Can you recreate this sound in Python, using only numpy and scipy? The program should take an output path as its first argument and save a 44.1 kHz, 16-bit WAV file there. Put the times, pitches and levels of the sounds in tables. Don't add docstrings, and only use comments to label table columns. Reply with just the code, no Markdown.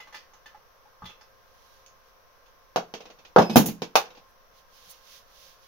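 import sys
import numpy as np
from scipy import signal
from scipy.fft import rfft, irfft, next_fast_len
from scipy.io import wavfile
from scipy.ndimage import map_coordinates

SR = 44100
rng = np.random.default_rng(int(sys.argv[2]) if len(sys.argv) > 2 else 0)


def waveform_to_disk(signal):
    frames = np.transpose(np.atleast_2d(signal))
    scaled = np.clip(frames, -1, 1) * 32767
    samples = np.round(scaled).astype(np.int16)
    wavfile.write(sys.argv[1], SR, samples)


N = 250047

# start in seconds, force in dB, weight behind the blow in dB,
# hardness of the contact in dB, resonance of the struck spot in Hz.
FLOOR_BLOWS = [(2.7605, 22, -6, 0, 697), (2.9395, 5.5, -1, 8.5, 450), (3.188, -14.5, -2, 11, 453),
               (3.25, -12.5, -7, 14, 1910), (3.362, 34.5, -8.5, -15, 463), (3.3835, 32.5, 2.5, -8.5, 700),
               (3.418, 15, 4, 2.5, 426), (3.497, 12, 9.5, 4, 220), (3.528, 3, 15, 4.5, 180),
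               (3.5585, 33.5, 1.5, -4, 246), (3.567, 27, 8.5, 5.5, 218), (3.659, 7.5, 11.5, 5.5, 213),
               (3.685, 3, 16.5, 9, 206), (3.82, 11.5, 4.5, 6.5, 450), (3.9553, 28.5, -18.5, 6, 803),
               (4.172, -12.5, 0.5, 10.5, 825)]
# first contact in seconds, its force in dB.
SETTLES = [(3.005, -4), (4.054, -8.5)]
HOP_S, HOP_SHRINK, HOP_LOSS_DB = .05, 0.91, 2
HOP_WEIGHT_DB, HOP_HARDNESS_DB, HOP_SPOT_HZ = -4, 8, 490
# mode in Hz, relative level in dB, t60 in seconds.
FLOOR_MODES = [(94, -12.5, .25), (132.6, -7.5, 0.295), (174, 3, 0.31), (209.4, -0.5, .22), (231, 3.5, 0.13),
               (362, -11.5, 0.33), (448, -1.5, 0.3), (491.6, 5, 0.19), (580, -7.5, 0.16), (722, 10, 0.057),
               (792, 4, 0.11), (901, -0.5, 0.15), (1100, 6, 0.14), (1169, -2, 0.16), (1310, -4, 0.094),
               (1448, -7, .13), (3250, -1.5, .15), (3908, 5.5, 0.14), (5010, -1.5, 0.14),
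               (6070, 9.5, 0.076), (6740, 8, 0.2), (6914, 11, 0.14), (7220, 8.5, 0.077), (11290, -1, 0.15),
               (10850, 13, 0.098), (11300, 7, 0.12), (11870, 9, 0.1245), (12700, 8.5, 0.11),
               (15130, 6.5, 0.11)]
# start in seconds, level in dB.
RIM_HITS = [(3.5585, 13.5), (3.567, 16.5), (3.659, 8)]
# frequency in Hz, gain in dB.
RIM_TONE = [(200, -50), (4000, -23), (7000, 1.5), (10500, -1.5), (15500, -1)]
# mode in Hz, level in dB before the flight's own, t60 in seconds.
FITTING_MODES = [(2560, -50.5, 2.5), (5065, -48, 2.6), (8530, -68, .6), (11360, -60.5, .6),
                 (12800, -56, .5)]
# start in seconds, stop in seconds, added level in dB.
FLIGHTS = [(3.4, 3.5, 3), (3.497, 3.5663, 5), (3.66, 3.82, -22)]
WAVER_HZ, WAVER_DB = 23, 3

# start in seconds, force in dB, hardness of the contact in dB,
# resonance of the struck part in Hz.
CLINKS = [(0.002, -8.5, -0.5, 2060), (0.072, -13, -4.5, 1115), (0.126, -11.5, -1, 1820),
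          (0.144, -4, -1, 1857), (0.157, -15, 6, 4650), (0.335, -14.5, -6.5, 6200), (0.459, -12, 0.5, 1740),
          (0.546, -12, -14, 826), (0.856, -20, -17, 820), (1.0208, -3, -20, 1140), (1.042, -14, -5, 3520),
          (1.056, -10.5, 4, 3370), (1.094, -9.5, -5.5, 2600), (1.21, -13, -5.5, 5240),
          (1.863, -38.5, 22.5, 6400), (2.461, -38, 15.5, 1100)]
# mode in Hz, relative level in dB, t60 in seconds.
VALVE_MODES = [(184, 0, 0.28), (853, 18.5, 0.1), (924, 5, 0.19), (1218, 3.5, 0.26), (1760, 8.5, 0.11),
               (2015, 6.5, 0.27), (2660, -17, 0.12), (3460, 6.5, 0.17), (4370, 6, 0.14), (5950, -31, 0.079),
               (6560, 10.5, 0.18), (7600, -27, 0.13), (11500, -8, .15), (13500, -10, 0.089)]
TAP_WEIGHT_DB = -14.5

# low edge in Hz, high edge in Hz.
REGISTERS = [(155, 270), (440, 980), (1030, 1650), (2150, 6600), (10500, 15500)]
WEIGHT_DULLS = 0.25
REBOUND_S, FRESH_DB = .12, 3

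# strongest moment in seconds, swell time in seconds, relative level in dB.
STROKES = [(1.72, 0.24, -67.5), (2.09, 0.055, -71), (4.59, 0.055, -65), (4.77, 0.054, -64.5),
           (4.91, 0.13, -58), (5.148, 0.1, -54.5), (5.46, 0.15, -57.5), (5.66, 0.064, -64.5)]
RELEASE_SHARE = 0.57
# frequency in Hz, relative density in dB per Hz.
CLOTH = [(710, -29), (1200, -18), (1440, -11), (1560, -4), (2250, -4), (3220, 1.5), (6160, -1), (8000, -25),
         (10100, -9.5), (16000, -5.5)]
# centre in seconds, half length in seconds, level in dB.
SLIPS = [(4.91, 0.015, -44.5), (4.3, .025, -69.5)]
# frequency in Hz, relative density in dB per Hz.
SKIN = [(1500, -30), (4000, -4), (6500, -3), (8000, -16), (9500, -3), (15000, 0)]

# start in seconds, decay scale in seconds, relative level in dB.
ROCK = [(1.022, 0.18, -47), (4.861, 0.15, -67), (5.159, 0.14, -77.5), (5.47, 0.14, -75)]
# frequency in Hz, relative level in dB.
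TRUCK_MODES = [(28, -1.5), (63, 3), (81, 5), (124, 5.5), (180, 9), (226, 2)]
# frequency in Hz, relative density in dB per Hz.
AIR = [(25, 1.5), (68, -8), (110, -14), (330, -21), (510, -5.5), (760, -13), (1070, -6.5), (2400, -20),
       (4700, -23.5), (5900, -18), (7300, -39.5), (9500, -40.5), (11200, -28), (15800, -25.5)]
# frequency in Hz, relative level in dB.
HUM = [(532.9, -73), (710.6, -77.5), (1061, -70.5), (1287, -84), (1593, -76.5)]

# frequency in Hz, t60 in seconds.
SHED = [(100, .45), (250, .36), (700, .28), (2000, .3), (6000, .26), (14000, .18)]
# frequency in Hz, left-right correlation.
ALIKE = [(30, 0), (130, 0.58), (280, 0.82), (550, 0.35), (1100, 0), (15000, 0.03)]
# frequency in Hz, left minus right in dB.
BALANCE = [(100, -1.9), (700, 0), (2000, -0.5), (4500, -4), (8000, -14.5), (11000, -1), (15000, 0.5)]
# frequency in Hz, gain in dB.
MIC = [(20, -33.5), (65, -13), (100, -13.5), (140, -2.5), (230, 1.5), (400, 1), (1600, -1.5), (1850, -2),
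       (2600, 6), (5500, -1), (6500, -2), (7300, -17), (8300, -17.5), (10500, -3), (15500, 1)]
TOP_HZ = 15800


def floor_blows():
    tone = dict(clank_db=-7, click_db=-19, sizzle_db=-17.5, sizzle_grows=1.5)
    return strikes([*FLOOR_BLOWS, *hops(count=3)], FLOOR_MODES, tone,
                   crack_db=-6, crack_grows=.05, rebound_db=-11,
                   spot_db=0.5, spot_width=0.17, spot_ring_db=-4.5, spot_t60=0.12,
                   ripple_db=2.5, ripple_hz=117.9,
                   ring_db=-13, late_db=-12.5, early_t60=0.15, lag=0.00023, build=0.00085)


def hops(count):
    contacts = []
    for first_s, force in SETTLES:
        for k in range(count):
            s = first_s + HOP_S * sum(HOP_SHRINK ** j for j in range(k))
            contacts.append((s, force - HOP_LOSS_DB * k, HOP_WEIGHT_DB, HOP_HARDNESS_DB, HOP_SPOT_HZ))
    return contacts


def rim_zings():
    out = np.zeros((2, N))
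    lo, hi = REGISTERS[-1]
    for s, db in RIM_HITS:
        hz, blow = contact(FLOOR_MODES, crack_db=-20, ring_db=-9, late_db=-5.5,
                           early_t60=.15, lag=.0002, build=.0007)
        blow = blow / np.sqrt(np.mean(abs(blow[:, (hz > lo) & (hz < hi)]) ** 2))
        add(out, s, irfft(blow * causal(amp(db + along(RIM_TONE, hz) + along(MIC, hz)))))
    return out


def flight_ringing(swell_s=0.01, damp_db_per_s=906):
    out, t = np.zeros((2, N)), np.arange(SR) / SR
    for start, stop, level in FLIGHTS:
        landed_s = np.maximum(t - (stop - start), 0)
        for hz, db, t60 in FITTING_MODES:
            waver_phase, phase = rng.uniform(0, 2 * np.pi, (2, 2, 1))
            waver = WAVER_DB * np.sin(2 * np.pi * WAVER_HZ * t + waver_phase)
            fade = amp(db + level + waver - 60 * t / t60 - damp_db_per_s * landed_s)
            tone = np.sin(2 * np.pi * hz * t + phase / 2)
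            add(out, start, fade * tone * (1 - np.exp(-t / swell_s)))
    return out


def valve_clinks():
    taps = [(s, force, TAP_WEIGHT_DB, hardness, hz) for s, force, hardness, hz in CLINKS]
    tone = dict(clank_db=-3.0, click_db=-6.5, sizzle_db=-11, sizzle_grows=1.15)
    return strikes(taps, VALVE_MODES, tone,
                   crack_db=-17, crack_grows=0.9, rebound_db=-7,
                   spot_db=9.5, spot_width=0.079, spot_ring_db=-9, spot_t60=.22,
                   ripple_db=3.0, ripple_hz=112.2,
                   ring_db=-3, late_db=2.5, early_t60=0.13, lag=.0001, build=0.0015)


def strikes(table, modes, tone, crack_db, crack_grows, rebound_db, spot_db, spot_width, spot_ring_db, spot_t60,
            ripple_db, ripple_hz, **mix):
    out = np.zeros((2, N))
    last_s, last_force = -1, 0
    for s, force, weight, hardness, spot_hz in sorted(table, key=lambda row: row[0]):
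        rebound = s - last_s < REBOUND_S and force < last_force + FRESH_DB
        last_s, last_force = s, force
        crack = crack_db + crack_grows * hardness + rebound_db * rebound
        hz, blow = contact([*modes, (spot_hz, spot_ring_db, spot_t60)], crack, **mix)
        favour = map_coordinates(rng.standard_normal(1024), [hz / ripple_hz], mode="mirror")
        blow = blow * causal(amp(ripple_db * favour * np.minimum(hz / 3000, 1)))
        points = []
        for (lo, hi), db in zip(REGISTERS, registers(force, weight, hardness, **tone)):
            power = np.mean(abs(blow[:, (hz > lo) & (hz < hi)]) ** 2)
            gain = db - 10 * np.log10(power)
            points += [(lo * 1.1, gain), (hi / 1.1, gain)]
        damping = 1j * hz * spot_width * spot_hz
        blow = blow * (1 + amp(spot_db) * damping / (spot_hz ** 2 - hz ** 2 + damping))
        add(out, s, irfft(blow * causal(amp(along(points, hz) + along(MIC, hz)))))
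    return out


def registers(force, weight, hardness, clank_db, click_db, sizzle_db, sizzle_grows):
    thump, knock = force + weight, force
    clank = force + clank_db - WEIGHT_DULLS * weight
    click = force + hardness + click_db
    sizzle = sizzle_grows * click + sizzle_db
    return thump, knock, clank, click, sizzle


def contact(modes, crack_db, ring_db, late_db, early_t60, lag, build, size=16384):
    t = np.arange(size) / SR
    crack = np.zeros((2, size))
    crack[0, 0] = crack[1, int(np.clip(lag * SR, 0, SR / 1000))] = 1
    ring = np.zeros((2, size))
    for hz, db, t60 in modes:
        strength = amp(db + rng.normal(0, 2.3, (2, 1)) * min(hz / 900, 1))
        ring += strength * (amp(-60 * t / t60) * np.cos(2 * np.pi * hz * rng.normal(1, .002) * t))
    early = diffuse(size) * amp(-60 * t / early_t60)
    f, s, bands = signal.stft(diffuse(size), SR, nperseg=256)
    faded = bands * amp(-60 * s / along(SHED, f)[:, None])
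    late = signal.istft(faded, SR)[1][:, :size]
    walls = (unit(early) + amp(late_db) * unit(late)) * (1 - np.exp(-t / build))
    blow = amp(crack_db) * unit(crack) + amp(ring_db) * unit(ring) + walls
    return np.fft.rfftfreq(size, 1 / SR), rfft(blow)


def rubbing(level_db=3.5, grain_db=0.5):
    t = np.arange(N) / SR
    stroke = np.zeros(N)
    for s, swell, db in STROKES:
        width = np.where(t < s, swell, RELEASE_SHARE * swell)
        stroke += amp(db) * np.exp(-((t - s) / width) ** 2)
    catches = amp(grain_db * wobble(300))
    cloth = unit(filtered(diffuse(N), lambda hz: amp(along(CLOTH, hz))) * catches)
    slip = sum(amp(db) * np.exp(-((t - s) / width) ** 2) for s, width, db in SLIPS)
    hiss = unit(filtered(diffuse(N), lambda hz: amp(along(SKIN, hz))))
    lean_right = amp([[-1.5], [1.5]])
    return (amp(level_db) * stroke * cloth + slip * hiss) * lean_right


def rocking(damping_hz=400):
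    out, t = np.zeros((2, N)), np.arange(SR) / SR
    for s, decay, db in ROCK:
        sway = np.zeros(SR)
        for hz, level in TRUCK_MODES:
            fade_db = 20 * t / decay * (2.5 + hz / damping_hz)
            sway += amp(level - fade_db) * np.sin(2 * np.pi * hz * t)
        add(out, s, np.array([sway, sway]) * amp(db) * (1 - np.exp(-t / 0.011)))
    return out


def fan(air_db=-58.5, hum_db=2.0, waver=0.91):
    t = np.arange(N) / SR
    air = unit(filtered(diffuse(N), lambda hz: amp(along(AIR, hz))))
    hum = np.zeros((2, N))
    for hz, db in HUM:
        level = amp(db + 2 * wobble(19.0))
        phase = waver * wobble(2.8) + rng.uniform(0, 0.72, (2, 1))
        hum += level * np.sin(2 * np.pi * hz * t + phase)
    return amp(air_db) * air + amp(hum_db) * hum


def diffuse(size):
    def mid_side(hz):
        turn = np.arccos(np.clip(along(ALIKE, hz), -1, 1)) / 2
        return np.array([np.cos(turn), np.sin(turn)])
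    mid, side = filtered(rng.standard_normal((2, size)), mid_side)
    return np.array([mid + side, mid - side])


def amp(db):
    return 10 ** (np.asarray(db) / 20)


def unit(x):
    return x / np.sqrt(np.mean(x ** 2) + 1e-20)


def along(points, hz):
    f, v = np.transpose(points)
    return np.interp(np.log(hz + 1), np.log(f + 1), v)


def wobble(rate):
    knots = rng.standard_normal(int(N * rate / SR) + 4)
    return map_coordinates(knots, [np.arange(N) * rate / SR])


def filtered(x, response):
    m = next_fast_len(x.shape[-1] + 8192)
    return irfft(rfft(x, m) * response(np.fft.rfftfreq(m, 1 / SR)), m)[..., :x.shape[-1]]


def causal(gain):
    cepstrum = irfft(np.log(np.maximum(gain, 1e-6)))
    half = len(cepstrum) // 2
    cepstrum[1:half] *= 2
    cepstrum[half + 1:] = 0
    return np.exp(rfft(cepstrum))


def add(out, s, sound):
    start = max(round(s * SR), 0)
    out[:, start:start + sound.shape[1]] += sound[:, :N - start]


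def scene():
    handling = floor_blows() + rim_zings() + flight_ringing() + valve_clinks() + rubbing()
    placed = filtered(handling, lambda hz: amp(np.outer([.5, -.5], along(BALANCE, hz))))
    return placed + rocking() + fan()


def record(dry):
    clipped = dry / (1 + np.abs(dry) ** 6) ** (1 / 6)
    return filtered(clipped, lambda hz: 1 / (1 + (hz / TOP_HZ) ** 160))


dry = scene()
out = record(dry)
waveform_to_disk(out)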